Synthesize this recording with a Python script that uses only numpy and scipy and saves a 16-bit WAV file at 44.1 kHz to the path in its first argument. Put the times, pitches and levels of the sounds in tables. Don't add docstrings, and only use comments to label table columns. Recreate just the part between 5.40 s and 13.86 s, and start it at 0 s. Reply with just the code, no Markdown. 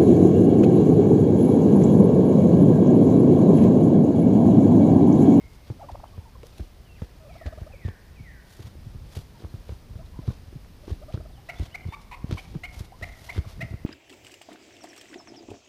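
import sys
import numpy as np
from scipy import signal
from scipy.fft import rfft, irfft
from scipy.io import wavfile
from scipy.ndimage import uniform_filter1d

SR = 44100
rng = np.random.default_rng(int(sys.argv[2]) if len(sys.argv) > 2 else 0)


def transcribe(u):
    v = np.clip(np.atleast_2d(u).T, -1, 1)
    q = np.round(v * 32767).astype(np.int16)
    wavfile.write(sys.argv[1], SR, q)


def elevation(decibels):
    levels = np.asarray(decibels, float)
    return 10 ** (levels / 20)


N = 373086

# (time of the peak [s], peak level [dB], pitch [Hz], contact length [ms], slap level [dB])
WING_BLOWS = [(0.3063, -23.5, 101, 13.4, -36.5), (1.209, -28, 86, 34.3, -38),
              (1.6232, -22.5, 105, 7.6, -37), (2.066, -25, 88.5, 21, -36),
              (2.4564, -19.5, 101.5, 15.4, -38), (2.487, -29, 126.5, 29.6, -47),
              (3.201, -33.5, 120.5, 17.7, -39.5), (3.7726, -24.5, 100.2, 13.3, -37.5),
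              (4.047, -28.5, 100, 19.7, -39.5), (4.3002, -28.5, 90, 20.5, -36.5),
              (4.7934, -25.5, 139, 8.3, -40), (4.885, -16.5, 121.5, 16.8, -33.5),
              (5.5212, -21, 90.4, 20, -40.5), (5.746, -18.5, 107, 11.6, -35.5),
              (5.778, -30.5, 135, 8.5, -38.5), (6.2066, -19.5, 80, 21.6, -34),
              (6.4621, -26, 111.6, 23, -43), (6.845, -20.5, 127, 5.6, -40), (6.928, -17, 106, 9.5, -38),
              (7.1595, -25, 181, 18, -40), (7.9866, -17, 95, 21.5, -41), (8.197, -29, 143, 9, -45),
              (8.343, -22.5, 104, 9.8, -41), (8.451, -17, 141, 4, -33.5)]
# (time of the peak [s], peak level [dB], pitch [Hz])
FOOT_STAMPS = [(.048, -35, 71.6), (0.5259, -34, 76), (0.7837, -28.5, 94), (2.183, -33, 80),
               (2.2207, -26.5, 87), (2.8073, -34, 119), (3.2492, -33.5, 103), (3.2711, -37, 131),
               (3.4677, -32.5, 132), (3.5548, -30.5, 108), (3.791, -34.5, 140), (4.1451, -26, 115),
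               (4.3264, -28.5, 93), (4.506, -36, 108), (4.5616, -30.5, 102), (4.906, -24.5, 97),
               (5.0824, -36, 91), (5.1613, -33, 155), (5.805, -36, 89), (6.229, -26, 117),
               (6.4895, -24, 88), (6.899, -26, 104), (6.951, -26.5, 93), (7.373, -34, 88.2),
               (7.41, -24.5, 99), (7.6265, -30, 94), (8.07, -31, 109), (8.2317, -27.5, 151),
               (8.25, -32, 142), (8.3136, -27, 104), (1.636, -30, 62), (7.966, -31.5, 110),
               (.314, -26.5, 110), (2.078, -30, 90)]
SLAP_LEAD = .4


def colour(x, points):
    hz, db = np.transpose(points)
    f = np.maximum(np.fft.rfftfreq(len(x), 1 / SR), 1)
    gain = elevation(np.interp(np.log(f), np.log(hz), db))
    y = irfft(rfft(x) * gain, len(x))
    return y / np.sqrt(np.mean(y ** 2))


def band(x, lo_hz, hi_hz, order=2):
    sos = signal.butter(order, [lo_hz, min(hi_hz, .45 * SR)], "band", fs=SR, output="sos")
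    return signal.sosfilt(sos, x)


def walk(rate, size=N):
    k = max(int(SR / rate), 1)
    held = np.repeat(rng.standard_normal(size // k + 1), k)
    return 1.58 * uniform_filter1d(uniform_filter1d(held, k), k)[:size]


def add(out, s, x):
    i = max(int(s * SR), 0)
    out[i:i + len(x)] += x[:N - i]


def body_hits():
    blows = [row[:4] for row in WING_BLOWS]
    return blows + [(s, db, hz, 9.68 - 0.95 * (db + 23.5)) for s, db, hz in FOOT_STAMPS]


def thumps():
    out = np.zeros(N)
    t = np.arange(-.03, .07, 1 / SR)
    for s, db, hz, ms in body_hits():
        half_s = ms / 2000
        since = np.maximum(t + SLAP_LEAD * ms * 0.000997, 0)
        swell = np.exp(-.5 * (t / half_s) ** 2)
        release = 1 / np.cosh(1.37 * t / half_s)
        first_push = 1 - np.exp(-since / (.15 * ms * 1e-3))
        swing = np.where(t < 0, swell, release) * first_push
        phase = 2 * np.pi * (hz * (since - 6.5 * since ** 2) - .17)
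        body = np.cos(phase) + 0.22 * np.cos(2 * phase) + 0.12
        add(out, s + t[0], elevation(db + 2.5) * swing * body)
    return band(out, 23.4, 2000)


def knocks(rows, cycles, noise_db, spread, tail_s):
    out = np.zeros(N)
    t = np.arange(0, .04, 1 / SR)
    for s, db, hz in rows:
        ring = (1 - np.exp(-t * hz * 3)) * np.sin(2 * np.pi * hz * t) * np.exp(-t * hz / cycles)
        crush = band(rng.standard_normal(len(t)) * np.exp(-t / tail_s), hz, hz * spread)
        add(out, s, elevation(db) * (4.22 * ring + elevation(noise_db) * crush))
    return out


def feather_slaps():
    # (time [s], peak level [dB], pitch [Hz])
    further_slaps = [(1.032, -41.5, 470), (3.353, -47, 330), (4.004, -48, 366), (4.022, -45.5, 370),
                     (4.046, -46, 430), (5.127, -44, 360), (5.479, -34, 340), (5.504, -34, 363),
                     (6.91, -30, 318), (7.961, -40, 303), (8.327, -41, 290), (3.772, -45, 640),
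                     (4.905, -42, 490), (5.775, -43.5, 410), (7.613, -42, 450), (7.9788, -32.5, 382),
                     (4.88, -47, 640), (.301, -39.5, 380), (7.15, -40, 420), (7.143, -46, 330),
                     (.304, -37, 200), (1.2, -36, 200), (2.487, -43.5, 960), (2.482, -37.5, 400),
                     (1.6185, -43, 620), (2.0605, -41, 560), (1.1975, -44.5, 640)]
    slap_db = [row[-1] for row in WING_BLOWS] + [db - 17 for _, db, _ in FOOT_STAMPS]
    pitches = 303 * np.exp(0.17 * rng.standard_normal(len(slap_db)))
    rows = list(further_slaps)
    for (s, _, _, ms), db, hz in zip(body_hits(), slap_db, pitches):
        rows.append((s - SLAP_LEAD * ms * 1e-3, db, hz))
    return knocks(rows, cycles=.9, noise_db=4, spread=4, tail_s=.0035)


def twig_snaps():
    # (time [s], peak level [dB], pitch [Hz])
    snap_rows = [(0.28, -51, 4130), (0.5165, -57, 2240), (1.0321, -43.5, 2850), (1.0687, -41.5, 4970),
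                 (1.1827, -41, 3220), (2.0637, -36, 1930), (2.4794, -46, 2040), (4.2956, -54, 1560),
                 (5.2474, -49, 1860), (5.5039, -57, 2460), (5.7249, -46, 2650), (5.7407, -50, 2920),
                 (6.1963, -43, 3430), (6.8828, -53, 2350), (6.911, -36.5, 1520), (6.912, -35, 3000),
                 (6.9264, -36.5, 2320), (7.6036, -53, 1990), (7.9292, -38.5, 3300), (7.9605, -44, 2090),
                 (7.9688, -43, 3300), (7.9788, -35, 1300), (7.9795, -42.5, 3400), (5.48, -45, 1100),
                 (7.9887, -45, 1540), (3.955, -54, 2600), (4.022, -52, 3000), (4.047, -42, 900),
                 (3.7715, -42, 2700), (3.752, -49, 3600), (3.79, -48, 4200)]
    return knocks(snap_rows, cycles=.7, noise_db=-2, spread=3.5, tail_s=.001)


def calls(rows, partials_db, throat, rough, breath_db, rasp_db, attack, flick, sag_db, scoop):
    out = np.zeros(N)
    throat_hz, width_hz, lift_db = throat
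    for s, length, early, middle, late, db in rows:
        u = np.linspace(-.1, 1.1, int(1.215 * length * SR))
        inside = np.clip(u, 0, 1)
        bend = np.polyfit([.125, .5, .875], [early, middle, late], deg=2)
        hz = np.polyval(bend, inside) * (1 + flick * inside ** 5)
        hz = hz * (1 - scoop * np.exp(-(u + 0.099) * length / .0025))
        hz = hz * (1 + 0.131 * rough * walk(503, size=len(u)))
        phase = 2 * np.pi * np.cumsum(hz) / SR
        tone = np.zeros(len(u))
        for k, partial_db in enumerate(partials_db):
            formant_db = lift_db * np.exp(-(((k + 1) * hz - throat_hz) / width_hz) ** 2)
            tone += elevation(partial_db + formant_db) * np.sin((k + 1) * phase + k)
        shape = np.clip(np.minimum((u + .06) / attack, (1.1 - u) / .2), 0, 1)
        shape = shape * elevation(-sag_db * np.clip(u + 0.071 - attack, 0, 1))
        puff = elevation(breath_db) * band(rng.standard_normal(len(u)), 330, 2900, order=1)
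        rasp = band(rng.standard_normal(len(u)), throat_hz - width_hz, throat_hz + width_hz)
        puff += elevation(rasp_db) * rasp
        puff += elevation(breath_db - 21.5) * np.diff(rng.standard_normal(len(u) + 1))
        shake = elevation(4 * rough * np.clip(walk(300, size=len(u)), -2, .8))
        add(out, s - 0.11 * length, elevation(db) * np.sqrt(2) * shape * (tone * shake + puff))
    return out


def bent(row, bend):
    s, length, hz, db = row[:4]
    return s, length, hz * bend[0], hz, hz * bend[1], db


def slid(row):
    s, length, a, b, db = row
    done_halfway = 0.26 if b > a else 0.45
    return s, length, a, a + (b - a) * done_halfway, b, db


def clucks():
    # (time [s], length [s], pitch [Hz], level [dB], chest lift of the two lowest harmonics [dB])
    cluck_rows = [
        (6.0886, .02, 679.5, -29, 6.5),
        (6.343, 0.017, 712, -27.5, -1),
        (6.975, .026, 728, -33.5, 2.5),
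        (7.235, 0.026, 699, -28.5, -0.5),
        (7.623, 0.0206, 667, -27, 3),
        (7.890, 0.016, 690, -27, -5),
        (8.206, .023, 661, -27.5, 2.5),
    ]
    # (early pitch [share of middle], late pitch [share of middle], fourth harmonic lift [dB], echo [dB])
    cluck_colour = [(.96, 1.052, 3.5, -15), (.98, 1.043, -6, -12.5), (1.03, 1.02, 6.5, -15),
                    (.99, 1.01, 3, -14), (.96, 1.043, -3.5, -13), (.95, 1.05, -8, -13),
                    (.96, 1.052, 3, -13.5)]
    # (closing flick [share of pitch], fall in level [dB])
    cluck_end = [(.1, 3.5), (.08, 2.5), (.13, 3.5), (.13, 6), (.08, 2.5), (.08, 2), (.08, 2.5)]
    cluck_rough = [.33, .12, .28, .16, .12, .12, .16]
    cluck_attack = [0.26, 0.48, .2, 0.18, 0.37, .5, 0.3]
    cluck_db = [-16, -25, -11, -21, -44, -25.5, -56, -31.5]
    low_pair = np.arange(len(cluck_db)) < 2
    fourth = np.arange(len(cluck_db)) == 3
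    voices = []
    for row, tint, rough, attack, end in zip(cluck_rows, cluck_colour, cluck_rough, cluck_attack, cluck_end):
        early, late, fourth_db, echo_db = tint
        flick, sag_db = end
        partials_db = np.array(cluck_db) + row[-1] * low_pair + fourth_db * fourth
        voice = calls([bent(row, (early, late))], partials_db, throat=(2150, 380, 5.45), rough=rough,
                      breath_db=-14.5, rasp_db=-9, attack=attack, flick=flick, sag_db=sag_db, scoop=.16)
        voices.append((voice, echo_db))
    return voices


def yelps():
    # (time [s], length [s], pitch [Hz], level [dB], pitch before the break [share])
    yelp_rows = [
        (6.523, .027, 1154, -40, .79),
        (6.713, .039, 1022, -40, 1.0),
    ]
    yelp_rough = [.25, .7]
    yelp_db = [-1, -14, -25, -20, -35]
    break_s, bend = .011, (0.97, 1.008)
    voices = []
    for (s, length, hz, db, low), rough in zip(yelp_rows, yelp_rough):
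        before = bent((s, break_s, hz * low, db - 0.5), bend)
        after = bent((s + break_s, length - break_s, hz, db), bend)
        voice = calls([before, after], yelp_db, throat=(2340, 310, 12.8), rough=rough, breath_db=-10,
                      rasp_db=2.5, attack=0.16, flick=.01, sag_db=2.5, scoop=.04)
        voices.append((voice, -15))
    return voices


def purrs_and_whines():
    # (time [s], length [s], pitch [Hz], level [dB], rise [share of pitch])
    purr_rows = [(1.886, 0.032, 663, -49.5, .1), (1.953, 0.016, 668, -45.5, .07),
                 (2.0113, 0.017, 657, -43, 0.065), (2.069, 0.02, 620, -42.5, 0.086),
                 (2.124, .015, 629, -42.5, 0.045), (2.174, 0.016, 617, -44, 0.037),
                 (2.224, .012, 677, -54, 0.05), (2.263, 0.017, 603, -45, 0.04),
                 (2.336, 0.013, 534, -45.5, -0.019), (4.589, 0.026, 636, -49, 0.013),
                 (5.435, 0.014, 600, -49.5, .04), (5.6152, 0.024, 603, -46, .1),
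                 (5.682, .026, 639, -43.5, 0.072), (5.746, 0.018, 616, -51, 0.082),
                 (5.7997, 0.015, 624, -47, 0.09), (5.852, 0.013, 633, -48.5, 0.036),
                 (5.898, 0.015, 765, -56.5, .01), (5.977, 0.021, 780, -55, .01)]
    # (time [s], length [s], pitch from [Hz], pitch to [Hz], level [dB])
    whine_rows = [(0.394, 0.022, 647, 854, -46.5), (0.412, 0.024, 920, 664, -41.5),
                  (0.435, .019, 600, 570, -45.5), (0.487, 0.017, 1000, 674, -39),
                  (.437, .015, 1210, 1150, -68), (.508, .016, 900, 860, -54),
                  (0.725, 0.03, 1153, 1100, -66), (.765, .03, 1030, 950, -64), (0.802, .03, 902, 870, -61),
                  (0.851, .038, 958, 844, -55.5), (0.948, 0.024, 527, 460, -59),
                  (.952, 0.013, 1085, 1020, -52.5), (1.032, 0.011, 498, 517, -41.5),
                  (1.801, 0.047, 639, 630, -55.5), (1.845, 0.039, 599, 541, -51.5),
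                  (2.299, 0.0197, 750, 820, -56), (3.942, 0.04, 962, 870, -60),
                  (4.736, .014, 960, 965, -57), (4.759, 0.017, 936, 950, -56),
                  (4.785, 0.0158, 986, 990, -54.5), (6.972, 0.0092, 1055, 955, -42.5),
                  (4.62, .012, 980, 1030, -59), (4.822, .04, 679, 500, -55), (4.878, .016, 1000, 1110, -58),
                  (4.911, 0.013, 1070, 1060, -58), (7.521, 0.0099, 740, 800, -44.5),
                  (7.537, 0.019, 1010, 1019, -56), (7.886, 0.012, 960, 1000, -46),
                  (8.0427, 0.017, 750, 530, -52)]
    purr_db = [0, -27]
    rows = [bent(row, (1 - row[-1], 1 + row[-1])) for row in purr_rows]
    rows += [slid(row) for row in whine_rows]
    return calls(rows, purr_db, throat=(1246, 109, 16.9), rough=0.19, breath_db=-17.0, rasp_db=-22,
                 attack=0.24, flick=0.026, sag_db=0.5, scoop=0.054)


def rattle():
    # (time [s], length [s], lowest pitch [Hz], late pitch [Hz], level [dB])
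    hook_rows = [
        (.5445, .0138, 557, 930, -37),
        (.596, .0085, 760, 1030, -44),
        (.633, .011, 640, 980, -35.5),
        (.650, .008, 780, 1050, -50),
        (.566, .008, 780, 1020, -52),
    ]
    rows = [(s, n, lo * 1.126, lo, hi, db) for s, n, lo, hi, db in hook_rows]
    return calls(rows, [0, -12], throat=(2300, 800, -30), rough=.1, breath_db=-22, rasp_db=-40,
                 attack=.75, flick=.05, sag_db=0, scoop=.01)


def litter():
    # (time of the peak [s], level [dB], brightness [dB], length [ms])
    scuff_rows = [(.143, -76, 8, 67), (.281, -66, -19, 23), (.519, -65, -10.7, 16), (6.995, -60, 4, 39),
                  (1.069, -67, 4, 28), (1.186, -63, 0, 92), (1.621, -67, 2, 54), (1.95, -64.5, -8, 42),
                  (2.066, -52.5, -33, 11), (2.459, -60, -6, 27), (3.122, -66.5, 8.5, 59),
                  (3.248, -62.5, 1, 72), (3.77, -56, 3.5, 60), (4.01, -65.5, -4, 58),
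                  (4.297, -65.5, -3, 57), (4.662, -63, -8.2, 13.7), (4.896, -65, -9, 130),
                  (5.506, -61, -3, 66), (5.746, -53, -36, 18), (6.199, -60, -4, 140), (6.62, -65.5, 3, 29),
                  (6.924, -50, -30, 19), (7.092, -64, -6, 180), (7.344, -61, 5, 36), (7.398, -62, 9, 14),
                  (7.45, -64.5, 3, 21), (7.673, -63, 1.5, 80), (7.855, -61.5, 5, 115),
                  (7.97, -57.5, -13, 57), (8.113, -60, 1.75, 47)]
    # (frequency [Hz], density [dB per Hz])
    leaf_spectrum = [(300, 0), (600, 14), (1200, 6.5), (2200, 3.5), (3700, 7), (6000, -1), (8000, -11),
                     (12000, -13), (15500, -26)]
    rows = list(scuff_rows)
    rows += [(s, db - 42.5, -1.5, 48) for s, db, _ in FOOT_STAMPS]
    grain_size = elevation(3.1 * np.minimum(rng.exponential(size=N), 5))
    crackle = rng.standard_normal(N) * grain_size * elevation(2 * walk(200))
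    leaves = colour(crackle, leaf_spectrum)
    top = signal.sosfiltfilt(signal.butter(2, 7500, "high", fs=SR, output="sos"), leaves)
    push, dryness = np.zeros((2, N))
    t = np.arange(-.14, .2, 1 / SR)
    for s, db, bright_db, ms in rows:
        swell = elevation(db + 7) * np.exp(-np.sqrt((t / (ms / 1400)) ** 2 + .02))
        add(push, s + t[0], swell)
        add(dryness, s + t[0], swell * elevation(bright_db + 8.5))
    return push * (leaves - top) + dryness * top


def songbirds(glides):
    out = np.zeros(N)
    for rows in glides:
        s, hz, db = np.transpose(rows)
        t = np.arange(s[0], s[-1], 1 / SR)
        tone = np.sin(2 * np.pi * np.cumsum(np.interp(t, s, hz)) / SR)
        level = elevation(np.interp(t, s, db) + 1.6 * walk(67, size=len(t)))
        add(out, s[0], np.sqrt(2) * level * signal.windows.tukey(len(t), .15) * tone)
    return out


def whistles():
    # (time into the whistle [s], pitch [Hz], level [dB])
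    whistle_shape = [
        (0, 2760, 2),
        (.018, 2450, -3.5),
        (.049, 2200, -3.5),
        (.073, 2300, -20),
        (.095, 2110, -6),
        (.135, 1860, 1),
        (0.183, 1642, -7.5),
        (.26, 1417, -13),
    ]
    # (time [s], stretch [factor], level [dB])
    whistle_times = [
        (1.883, 1.0, -56.5),
        (2.317, 0.97, -54),
        (2.752, 1.02, -55),
    ]
    return songbirds([[(s + stretch * u, hz, db + d) for u, hz, d in whistle_shape]
                      for s, stretch, db in whistle_times])


def chirps():
    chirp_rows = [(1.125, 0.029, 2590, 2450, -65), (1.445, 0.04, 3200, 2830, -67),
                  (1.486, .05, 2780, 2680, -65), (1.555, 0.026, 2650, 2300, -65),
                  (1.579, .022, 2290, 1500, -60), (5.925, 0.065, 3970, 2800, -68),
                  (6.156, 0.049, 3350, 3600, -59.5), (6.31, 0.037, 2720, 3080, -60),
                  (6.483, 0.074, 3450, 3650, -61.5), (.672, .014, 3100, 3050, -64),
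                  (.765, .018, 2460, 2460, -68), (4.093, .018, 4200, 4150, -68),
                  (5.809, .03, 4850, 4720, -71), (8.043, .016, 1580, 1000, -54)]
    return songbirds([[(s, a, db), (s + n / 2, a + (b - a) * .7, db), (s + n, b, db)]
                      for s, n, a, b, db in chirp_rows])


def trunks(x, onset_s, near_t60_s, far_t60_s, far_db, db):
    t = np.arange(int(.9 * SR)) / SR
    fade = elevation(-60 * t / near_t60_s) + elevation(far_db - 60 * t / far_t60_s)
    tail = rng.standard_normal(len(t)) * fade * np.clip(t / onset_s - .4, 0, 1)
    tail = band(tail, 176, 1440, order=1)
    blur = elevation(2.4 * walk(700))
    return elevation(db) * blur * signal.fftconvolve(x, tail / np.sqrt(np.sum(tail ** 2)))[:N]


def earlier_cluck():
    t = np.arange(N) / SR
    return elevation(-37 - 54 * t) * band(rng.standard_normal(N), 2090, 2210)


def air():
    # (frequency [Hz], density [dB per Hz])
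    air_spectrum = [(12, -47), (20, -1), (49, 4.5), (80, 1), (289, -15.5), (614, -21), (1450, -28.5),
                    (4070, -32.5), (4950, -31.5), (7520, -41.5), (9930, -39), (11400, -44.5), (13100, -39),
                    (14300, -42), (15500, -42)]
    # (time [s], level [dB])
    breeze_rows = [(0.0, -50), (0.42, -46.5), (1.51, -48.5), (1.74, -44.5), (2.28, -47), (2.99, -47.5),
                   (3.32, -46.5), (4.92, -45), (5.44, -46.5), (5.63, -45.5), (6.74, -49), (6.93, -44.5),
                   (8.01, -47), (8.1, -48), (8.46, -46.5)]
    t = np.arange(N) / SR
    bed = colour(rng.standard_normal(N), air_spectrum) * elevation(-46.5)
    low = signal.sosfiltfilt(signal.butter(2, 260, fs=SR, output="sos"), bed)
    top = signal.sosfiltfilt(signal.butter(2, 8000, "high", fs=SR, output="sos"), bed)
    buzz = np.exp(3 * (np.cos(2 * np.pi * (59.94 * t + 0.099)) - 1))
    gust_s, level_db = np.transpose(breeze_rows)
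    gust_db = np.interp(t, gust_s, level_db)
    gust_db = gust_db - np.mean(gust_db) + 0.55 + 1.8 * walk(14)
    drift = elevation(.3 * walk(3))
    return (bed - low + .5 * buzz * top) * drift + low * elevation(gust_db)


def scene():
    voices = clucks() + yelps()
    purrs = purrs_and_whines() + rattle()
    knocking = feather_slaps() + twig_snaps()
    far_bird, near_birds = whistles(), chirps()
    echoes = earlier_cluck()
    for voice, echo_db in voices:
        echoes += trunks(voice, onset_s=0.0046, near_t60_s=0.35, far_t60_s=1.23, far_db=-6.5, db=echo_db - 1.0)
    echoes += trunks(purrs, onset_s=.012, near_t60_s=.07, far_t60_s=.8, far_db=-20, db=-24)
    echoes += trunks(knocking, onset_s=0.012, near_t60_s=0.14, far_t60_s=0.97, far_db=-23, db=-21)
    echoes += trunks(far_bird + elevation(-2) * near_birds, onset_s=0.014, near_t60_s=0.88, far_t60_s=3.8,
                     far_db=-20, db=-6.5)
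    turkeys = thumps() + knocking + sum(voice for voice, _ in voices) + purrs + litter()
    return (turkeys + far_bird + near_birds + echoes + air())[None]


def band_limit(x):
    return signal.sosfilt(signal.butter(12, 15770, fs=SR, output="sos"), x)


def record(dry):
    cut = signal.ellip(10, .2, 70, 15280, fs=SR, output="sos")
    mix = signal.sosfilt(cut, dry)
    return band_limit(mix)


dry = scene()
out = record(dry)
transcribe(out)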